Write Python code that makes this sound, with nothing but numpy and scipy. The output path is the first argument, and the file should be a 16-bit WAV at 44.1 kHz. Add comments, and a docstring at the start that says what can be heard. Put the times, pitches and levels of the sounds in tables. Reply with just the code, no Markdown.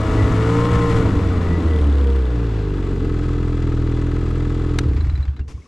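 """On a snowy trail, from the seat of a snowmobile: it pulls along, eases off and settles to idle.
The exhaust drones through the pipe's resonances, the engine clatters once a firing, the belt squeals
on the clutch and the track rumbles over the snow. The stop switch snaps and the engine runs down
in ever slower thumps, with loose knocks, a few thin clinks and a last short rustle."""
import sys
import numpy as np
from scipy import signal
from scipy.fft import rfft, irfft
from scipy.io import wavfile
from scipy.ndimage import uniform_filter1d

SR = 44100
rng = np.random.default_rng(int(sys.argv[2]) if len(sys.argv) > 2 else 0)


def wrap_up_sound(samples):
    """Save the sound to the file named by the first command line argument, as 16-bit audio."""
    columns = np.atleast_2d(samples).T
    # keep every value between -1 and 1, then stretch to whole-number steps
    tamed = np.clip(columns, -1, 1)
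    steps = np.round(tamed * 32767).astype(np.int16)
    wavfile.write(sys.argv[1], SR, steps)


N = 250047
TIME = np.arange(N) / SR
IDLE_RATE, ENGAGE_RATE = 34, 56.5  # firings per s: the belt hangs slack; the belt grips
STOP_S, COAST_S = 4.7866, 4.838  # the stop switch snaps; the first unfired stroke
# cowl resonances: (centre [Hz], width [Hz], lift [dB])
COWL_MODES = [(1330, 97, 1.5), (1690, 150, 2.5), (2506, 180, -4), (3440, 190, 5), (4000, 620, 2.5)]


def exhaust(rate, firings, flutter_per_s=45, fade_db_per_s=52.5, hold_s=.033):
    """Orders of the firing rate slide through pipe resonances; unequal cylinders add half orders."""
    # pipe and air box resonances: (centre [Hz], width [Hz], throttle shut [dB], throttle open [dB])
    pipe = [(70, 35.4, -20, -49), (110, 24, -22.5, -30.5), (146, 28, -34.5, -42), (172, 15.4, -43, -17),
            (204.5, 38, -37.5, -31.5), (285.8, 45.5, -32, -28.5), (324, 26, -37, -24.5),
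            (395, 66, -37.5, -39.5), (456, 52.4, -40, -26), (579.6, 49.7, -63, -43),
            (635, 45, -63.5, -35.5), (788, 110, -65, -50), (934, 55, -58, -40.5), (1051, 38, -70.5, -34),
            (1270, 190, -75, -39), (1446, 58, -79, -39), (1715, 140, -74, -46.5), (2215, 130, -81, -49),
            (2400, 110, -81, -55), (2860, 400, -76, -58), (3400, 300, -78, -59)]
    # low orders of the exhaust pulse: (order [x firing rate], throttle shut [dB], throttle open [dB])
    pulse_orders = [(1.5, -12.5, -4.5), (2.0, 1, -4.5), (2.5, -31.5, 6), (3.0, 4.5, -3.5), (3.5, -7.5, -8),
                    (4.0, -4, 5), (4.5, -14, 0.5), (5.0, 0, -1), (5.5, -11, -23), (6.0, -1, 3.7),
                    (6.5, -23.5, 0.5), (7.0, 2.7, 7.5), (7.5, -32.5, -8), (8.0, 4, 5), (8.5, -30, 2),
                    (9.0, 3, 6), (9.5, -19, -5.5), (10.0, 1.5, -5)]
    # the seventh order sings out as the revs fall: (time [s], half length [s], added share [dB])
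    singing = [(2.13, 0.12, -3.5)]
    t = TIME[::100]  # control rate
    throttle, rate = opening(t), np.interp(t, TIME, rate)
    centre, width, shut_db, open_db = np.array(pipe).T[:, :, None]
    trim_db = -.28 - 1.4 * throttle
    peaks = from_db(shut_db + throttle * (open_db - shut_db) + trim_db)
    pulse_db = {order: shut + throttle * (wide - shut) for order, shut, wide in pulse_orders}
    buzz_db, half_order_db = 4.5 * throttle, -17.5 + 5 * throttle
    fade_db = fade_db_per_s * np.maximum(t - COAST_S - hold_s, 0)
    rough = .1 + .22 * np.sin(np.pi * throttle)  # combustion is least even at half throttle
    out = np.zeros((2, N))
    for order in np.r_[.5, np.arange(1.5, 30, .5)]:
        hz = order * rate
        response = 1 / (1 + 1j * (hz ** 2 - centre ** 2) / (hz * width))
        order_db = pulse_db.get(order, buzz_db * (order > 10) + half_order_db * (order % 1 > 0))
        gain = np.linalg.norm(peaks * np.abs(response) ** 2, axis=0) * from_db(order_db)
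        if order == 7:
            gain *= 1 + np.interp(t, TIME, swells(singing))
        gain *= from_db(-fade_db * (1 + (hz / 450) ** 4))  # coasting, the highs fade faster
        gain *= 1 - (1 - burning(t)) / (1 + (hz / 100) ** 10)  # the bass dies with the ignition
        # uneven combustion shakes each order in strength and timing
        gain *= 1 + rough * drift(flutter_per_s, t)
        lag = np.angle(response).sum(axis=0) + rough * drift(flutter_per_s, t)
        tone = np.sqrt(2) * np.cos(2 * np.pi * order * firings + np.interp(TIME, t, lag))
        out += tone * np.array([np.interp(TIME, t, gain * side) for side in pan(hz)])
    return out


def boom(rate, firings, box_hz=69.5, width_hz=20.7, box_db=-16):
    """The firing tone swells under throttle and at idle, and booms through the air box resonance."""
    firing_db = -31 + 10.5 * opening() + 7.5 * belt_slack(rate)
    air_box = from_db(box_db) / (1 + (2 * (rate - box_hz) / width_hz) ** 2)
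    return burning() * (from_db(firing_db) + air_box) * np.sqrt(2) * np.cos(2 * np.pi * firings)


def clatter(rate, firings, split_hz=3700, scatter_db=1.47):
    """Pistons and valves shake the cowl once a firing, one cylinder harder than the other."""
    # clatter colour under load: (frequency [Hz], level [dB])
    loaded = [(320, -32), (530, -0.5), (649, -5.5), (867, -5.5), (1070, -3), (1110, -1.5), (1460, -6.5),
              (1590, -18), (1950, -7), (2100, -12.5), (2500, -14.5), (3440, -21), (5570, -26.5),
              (7640, -27), (12600, -46.5), (14800, -54)]
    # clatter colour at idle: (frequency [Hz], level [dB])
    idle = [(320, -39), (550, 0.5), (830, -2), (1170, -0.5), (1290, -4), (1500, -3), (1880, -10.5),
            (2010, -6), (2180, -12), (2540, -7), (3120, -15), (4780, -16.5), (5490, -20.5), (7800, -23),
            (8200, -28), (12400, -37), (14800, -63)]
    throttle, octaves = opening(), np.log2(rate / IDLE_RATE)
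    unloaded_db = -2.5 * belt_slack(rate) - 4 * (1 - burning())
    body_db = -41 + 2 * octaves + 8 * throttle ** 2 + unloaded_db
    treble_db = -56.5 + 1.5 * np.minimum(octaves, 0) + 14 * throttle ** 2 + unloaded_db
    hiss = np.sqrt(throttle) * noise(loaded, COWL_MODES)
    hiss += np.sqrt(1 - throttle) * noise(idle, COWL_MODES)
    body = signal.sosfiltfilt(signal.butter(4, split_hz, fs=SR, output="sos"), hiss)
    treble = hiss - body
    turn = 2 * np.pi * (firings + .21)
    beat = rms_one(np.exp(.12 * np.cos(turn)) * (1 + .038 * np.cos(turn / 2)))
    depth = np.clip(.11 + np.maximum(1 - rate / IDLE_RATE, 0), 0, 1)  # slow strokes throb more
    throb = rms_one((1 - depth + depth * beat) * from_db(scatter_db * drift(160)))
    rattle = from_db(body_db) * rms_one(body) + from_db(treble_db) * rms_one(treble)
    return throb * compression(rate) * rattle


def firing_rate(coast_rate=40.3, decay_s=.335):
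    """Strokes per second; without ignition, friction slows the crank exponentially."""
    # revs under ignition: (time [s], rate [firings/s])
    revs = [(0, 106.78), (0.12, 106.93), (0.34, 107.28), (0.51, 114.2), (0.69, 118.43), (0.88, 116.37),
            (1, 113.02), (1.15, 96.44), (1.31, 90.04), (1.48, 86.08), (1.62, 81.58), (1.75, 76.92),
            (1.88, 71.34), (2.05, 67.77), (2.17, 66.13), (2.3, 59.93), (2.43, 56.89), (2.6, 51.84),
            (2.79, 46.32), (2.98, 44.15), (3.14, 41.81), (3.5, 41.78), (3.77, 40.14), (4.28, 41.82),
            (4.6, 41.61), (4.8, 41.21)]
    coasting = coast_rate * np.exp((COAST_S - TIME) / decay_s)
    return np.where(TIME < COAST_S, in_time(revs), coasting)


def crank(rate, waver_per_s=14):
    """Running count of firings; the crank wavers early and late, most at half throttle."""
    firings = np.cumsum(rate) / SR
    depth = .008 + .025 * np.sin(np.pi * opening())
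    waver = depth * uniform_filter1d(drift(waver_per_s), SR // 25)
    # the first unfired stroke falls on a half count
    return firings - np.interp(COAST_S, TIME, firings) - .5 + burning() * waver


def opening(t=TIME):
    """The rider pulls, opens up, eases off and lets it idle."""
    # throttle moves: (time [s], opening [0-1])
    throttle = [(0, 0.89), (.33, 0.93), (.5, 0.99), (.97, 0.97), (1.1, 0.77), (1.4, 0.67), (1.83, 0.54),
                (2.12, 0.3), (2.5, 0.06), (3.1, 0.02)]
    return in_time(throttle, t)


def burning(t=TIME):
    """One while the engine fires, falling to zero just after the stop switch."""
    return np.interp(t - STOP_S, [.02, .11], [1, 0])


def low_revs(rate):
    """Zero at driving revs, rising toward one as the engine nears idle."""
    return np.clip((ENGAGE_RATE - rate) / (ENGAGE_RATE - IDLE_RATE), 0, 1)


def belt_slack(rate):
    """Rises toward idle; zero once the clutch grips or the ignition is off."""
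    return low_revs(rate) * burning()


def compression(rate, stall_rate=11.5):
    """One at speed, fading as the crank stalls."""
    return 1 / np.sqrt(1 + (stall_rate / rate) ** 6)


def run_down(box_hz=70, box_decay_s=.032, pipe_hz=125, pipe_decay_s=.033, rise_s=.011, gulp_s=.004):
    """Each unfired stroke gulps air and leaves the air box and, more softly, the pipe ringing."""
    # compression thumps: (time [s], level [dB])
    thumps = [(4.842, -19), (4.871, -14.5), (4.897, -10), (4.93, -12), (4.963, -7.5), (5.002, -10),
              (5.041, -8.5), (5.089, -8.5), (5.14, -8), (5.201, -9), (5.288, -10), (5.406, -13.5),
              (5.55, -22)]
    pipe_gain, gulp_gain = from_db(-14), from_db(-11)
    out = np.zeros(N)
    for s, db in thumps:
        near = np.abs(TIME - s) < .5
        age = TIME[near] - s
        attack = np.exp(-(np.minimum(age, 0) / rise_s) ** 2)
        after = np.maximum(age, 0)
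        box = np.exp(-after / box_decay_s) * np.cos(2 * np.pi * box_hz * age)
        pipe = pipe_gain * np.exp(-after / pipe_decay_s) * np.sin(2 * np.pi * pipe_hz * age)
        gulp = gulp_gain * np.exp(-(age / gulp_s) ** 2)
        out[near] -= from_db(db) * (attack * (box + pipe) + gulp) / (1 + gulp_gain)
    return out


def ride(track_db=-23.5, buffet_db=-21):
    """Track rumble and low buffeting grow with the sled's speed, with brief surges on top."""
    # the sled's pace: (time [s], share of full speed [0-1])
    ground_speed = [(0, 0.84), (1.15, 0.97), (1.8, 0.79), (2.2, 0.27), (3.1, 0.36), (4.8, 0.38), (5.1, 0.1),
                    (5.67, 0.036)]
    # bumps, then a low knock and the low body of the last rustle:
    # (time [s], half length [s], rumble [dB], buffeting [dB])
    surges = [(0.213, 0.16, -36, -20), (0.755, 0.054, -42, -28), (1.018, 0.14, -29.5, -26),
              (1.514, 0.31, -46.5, -38), (3, 0.13, -32.5, -58), (5.404, 0.017, -41.5, -33),
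              (5.535, 0.069, -50.5, -30.5)]
    # colour of the track on snow: (frequency [Hz], level [dB])
    track_colour = [(25, 9.5), (60, -1), (110, -6), (165, 8), (220, 3.5), (290, 7.5), (360, -2), (450, 2),
                    (540, -21.5), (800, -17), (2000, -60.5)]
    # colour of the buffeting: (frequency [Hz], level [dB])
    buffet_colour = [(12, -14.5), (28, -2.5), (48, 3.5), (68, 12.5), (85, 2), (110, 6.5), (200, -38),
                     (600, -78.5)]
    speed = in_time(ground_speed)
    s, half_s, track_surge_db, buffet_surge_db = np.transpose(surges)
    track = from_db(track_db) * speed + swells(zip(s, half_s, track_surge_db))
    buffet = from_db(buffet_db) * speed ** 4.1 + swells(zip(s, half_s, buffet_surge_db))
    return track * noise(track_colour) + buffet * noise(buffet_colour)


def drive_chatter(rate, firings, ring_db=-30, crack_db=-42, crack_decay_s=.007, jitter_s=.00033):
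    """Near idle the unloaded drive knocks in a set pattern: dry cracks and the clutch's short ring."""
    # knocks in each two-firing cycle: (place [firings], crack [dB], ring [dB])
    pattern = [(.35, -5, -14), (.47, -7, -20), (.57, -6, -8), (.77, -11, -18), (1.36, 0, -4), (1.56, -4, 0)]
    # colour of the crack: (frequency [Hz], level [dB])
    crack_colour = [(500, -22), (1100, -5), (2500, -1.5), (4600, -9.5), (5600, -12), (7800, -9),
                    (8200, -22), (10000, -23), (12000, -31), (15000, -45)]
    # the clutch's ringing modes: (pitch [Hz], level [dB], time to fall 60 dB [s])
    modes = [(966, -12, .035), (1100, -4, .028), (1285, -.5, .045), (1430, -8, .03), (1620, -9, .025),
             (1760, -8.5, .035), (2010, -8.5, .04), (2350, -14, .03), (2560, -12, .02), (3350, -12, .018),
             (4040, -18, .02), (4780, -17, .016)]
    cracks, knocks = np.full((2, N), 1e-18)
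    slack = belt_slack(rate)
    for place, sharp_db, body_db in pattern:
        cycle = (firings - place + jitter_s * rate * drift(40)) // 2
        hits = np.flatnonzero(np.diff(cycle))
        strength = slack[hits] * from_db(.5 * rng.standard_normal(len(hits)))
        cracks[hits] += strength * from_db(sharp_db)
        knocks[hits] += strength * from_db(body_db)
    crack_power = signal.lfilter([1], [1, -np.exp(-2 / (crack_decay_s * SR))], cracks ** 2)
    out = from_db(crack_db) * np.sqrt(crack_power) * noise(crack_colour, COWL_MODES)
    for k, (hz, db, t60) in enumerate(modes):
        radius, angle = from_db(-60 / (t60 * SR)), 2 * np.pi * hz / SR
        ring = signal.lfilter([0, np.sin(angle)], [1, -2 * radius * np.cos(angle), radius ** 2], knocks)
        # neighbouring modes start in opposite directions, which softens the attack
        out += (-1) ** k * from_db(ring_db + db) * ring * pan(hz)
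    return out


def belt_squeal(ring_hz=1972, width_hz=30, steady=.8, shake=.6):
    """The clutch sheaves sing in a narrow band while the belt slips."""
    # squeals: (time [s], half length [s], level [dB])
    squeals = [(.2, 0.11, -42), (.92, .15, -46), (1.54, .09, -41), (1.75, .08, -43)]
    turn = 2 * np.pi * ring_hz * TIME
    tone = (steady + shake * drift(width_hz)) * np.cos(turn) + shake * drift(width_hz) * np.sin(turn)
    return swells(squeals) * tone * pan(ring_hz)


def injector(firings, place=.926, half_length_s=.001):
    """A fine metallic tick every second firing while the sled overruns the engine."""
    # swell of the ticking: (time [s], half length [s], level [dB])
    overrun = [(1.95, 0.33, -39.5)]
    # colour of the tick: (frequency [Hz], level [dB])
    colour = [(1500, -10), (2500, -7), (3300, 11), (4300, -8), (5500, -9), (7500, -15), (9200, -6.5),
              (10400, -18.5), (11500, -30), (15000, -45)]
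    from_tick_s = ((firings - place + 1) % 2 - 1) / (np.gradient(firings) * SR)
    strength = swells(overrun) * from_db(-.5 * drift(35.2))
    return strength / (1 + (from_tick_s / half_length_s) ** 4) * noise(colour)


def valves(rate, firings, place=.27, decay_s=.0054, level_db=-60, weak_db=-8):
    """At low revs the valve gear jingles once a firing, one cylinder more softly."""
    # colour of the jingle: (frequency [Hz], level [dB])
    colour = [(6000, -30), (7800, -6), (8300, -18), (9500, -9), (10200, 0), (10500, -22), (12000, -18),
              (14000, -40)]
    age = (firings - place) % 1 / rate
    weak = (firings - place) % 2 < 1
    strength = low_revs(rate) * compression(rate) ** 14 * from_db(level_db + weak_db * weak)
    return strength * np.exp(-age / decay_s) * noise(colour)


def stop_switch():
    """Three contacts in quick succession make one sharp snap."""
    # switch contacts: (time [s], level [dB], decay [s])
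    contacts = [(4.7866, -33, .0006), (4.7875, -16, 0.0019), (4.7894, -23.5, 0.0038)]
    # colour of the snap: (frequency [Hz], level [dB])
    colour = [(500, -33), (760, -14), (980, 3), (1250, 2.5), (1500, .5), (2050, 2), (2600, -2.5),
              (3200, -5), (3850, 1), (4800, -4), (5400, -14), (6000, -4), (7300, -13), (8400, -10),
              (12000, -35), (15000, -46)]
    return bursts(contacts) * noise(colour)


def loose_knocks():
    """The drive knocks loosely as the engine runs down."""
    # knocks: (time [s], level [dB], decay [s])
    knocks = [(4.837, -45, 0.01), (4.886, -43, 0.017), (4.933, -42.5, 0.013), (4.965, -38, 0.024),
              (5.006, -41, 0.011), (5.044, -41.5, 0.016), (5.069, -42, .008), (5.097, -37.5, 0.0065),
              (5.124, -46, .008), (5.154, -43, 0.0092), (5.177, -43, .009), (5.204, -48, .008),
              (5.227, -44, 0.0078), (5.253, -41.5, 0.0084), (5.279, -45, 0.0087), (5.365, -47, 0.015),
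              (5.393, -44, 0.012)]
    # their colour: (frequency [Hz], level [dB])
    colour = [(300, -23), (600, -1), (1300, 1), (1800, 0.5), (2200, 0), (3000, -10), (4500, -10),
              (5500, -18.5), (7500, -19), (9000, -40), (14000, -55)]
    return bursts(knocks) * noise(colour)


def clinks(attack_s=.0025, decay_s=.0074):
    """Loose metal parts ring briefly as the engine shudders to a stop."""
    # metal pings: (time [s], level [dB], pitch [Hz])
    pings = [(5.007, -38.5, 4030), (5.099, -42, 4000), (5.155, -38, 4000), (5.227, -39, 4000),
             (5.282, -51, 3150), (5.317, -56, 1420), (5.366, -49, 4000), (5.411, -49, 2750),
             (5.549, -54, 2230), (5.576, -48, 1090), (5.619, -50, 2170), (5.657, -49, 1130)]
    out = np.zeros((2, N))
    for s, db, hz in pings:
        near = (TIME > s) & (TIME < s + .5)
        age = TIME[near] - s
        envelope = np.minimum(age / attack_s, 1) * np.exp(-np.maximum(age - attack_s, 0) / decay_s)
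        out[:, near] += from_db(db) * envelope * np.sin(2 * np.pi * hz * age) * pan(hz)
    return out


def rustle(start_s=5.476, attack_s=.005, hold_s=.044, release_s=.0078):
    """A quick brush with a faint tail as the engine all but stops, over a constant bed of hiss."""
    # colour of brush and hiss: (frequency [Hz], level [dB])
    colour = [(290, -22), (500, 1), (838, -4.5), (1020, 3), (1550, -7), (2220, -5), (4340, -11.5),
              (5660, -6.5), (10300, -21.5), (14000, -41.5)]
    brush_db, tail_db, hiss_db = -50.5, -60.5, -73
    age = TIME - start_s
    attack = np.clip(age / attack_s, 0, 1)
    brush = from_db(brush_db) * np.exp(-np.maximum(age - hold_s, 0) / release_s)
    return (from_db(hiss_db) + attack * (brush + from_db(tail_db))) * noise(colour)


def noise(colour, resonances=()):
    """Coloured stereo noise with optional resonant humps; unit power in the middle."""
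    # how alike the two sides are: (frequency [Hz], likeness [0-1])
    likeness = [(30, .995), (75, .998), (150, .985), (300, .985), (700, .92), (1400, .95), (2800, .91),
                (5500, .87), (9000, .66), (14000, .8)]
    hz = np.arange(N // 2 + 1) * SR / N
    humps_db = sum(lift / (1 + (2 * (hz - centre) / width) ** 2) for centre, width, lift in resonances)
    alike = at_hz(likeness, hz)
    mid, side = rfft(rng.standard_normal((2, N)))
    pair = np.sqrt(1 + alike) * mid + np.sqrt(1 - alike) * side * [[1], [-1]]
    out = irfft(pair * from_db(at_hz(colour, hz) + humps_db) * pan(hz), N)
    return out / np.std(out.mean(axis=0))


def pan(hz):
    """Left and right gains: the engine's treble comes from the left."""
    # stereo balance: (frequency [Hz], left minus right [dB])
    balance = [(30, 0), (300, 0), (480, 0.6), (750, 4.5), (1300, 5.5), (2400, 7), (5000, 2.33),
               (12000, 3.5)]
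    gains = from_db(np.multiply.outer([.5, -.5], np.atleast_1d(at_hz(balance, hz))))
    return gains / gains.mean(axis=0)


def bursts(rows):
    """Envelope of sudden contacts that die away."""
    return sum(from_db(db) * (TIME >= s) * np.exp(-np.abs(TIME - s) / decay) for s, db, decay in rows)


def swells(rows):
    """Envelope of sounds that rise, hold and fall away."""
    return sum(from_db(db) * np.exp(-((TIME - s) / half_s) ** 4) for s, half_s, db in rows)


def drift(per_s, t=TIME):
    """Random wander around zero, with a spread of about one."""
    knots = np.arange(0, TIME[-1] + 1, 1 / per_s)
    return np.interp(t, knots, rng.standard_normal(len(knots)))


def in_time(points, t=TIME):
    """Join timed points with straight lines."""
    return np.interp(t, *np.transpose(points))


def at_hz(points, hz):
    """Read a spectrum on a log-frequency axis."""
    knots_hz, values = np.transpose(points)
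    return np.interp(np.log(np.maximum(hz, 1)), np.log(knots_hz), values)


def from_db(db):
    """Decibels to gain."""
    return 10 ** (np.asarray(db) / 20)


def rms_one(x):
    """Scale to unit power."""
    return x / np.sqrt(np.mean(x ** 2) + 1e-20)


def scene():
    """Engine, ride and shut-down in open air."""
    rate = firing_rate()
    firings = crank(rate)
    drone = exhaust(rate, firings) + boom(rate, firings)
    mechanics = clatter(rate, firings) + injector(firings) + valves(rate, firings)
    drive = belt_squeal() + drive_chatter(rate, firings)
    shut_down = stop_switch() + run_down() + clinks() + loose_knocks()
    return drone + mechanics + drive + shut_down + ride() + rustle()


def record(dry):
    """The microphone drops the deepest rumble; the top is cut steeply."""
    low_cut = signal.butter(1, 10, "high", fs=SR, output="sos")
    high_cut = signal.ellip(10, .1, 80, 15000, fs=SR, output="sos")
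    return signal.sosfilt(high_cut, signal.sosfilt(low_cut, dry))


dry = scene()
out = record(dry)
wrap_up_sound(out)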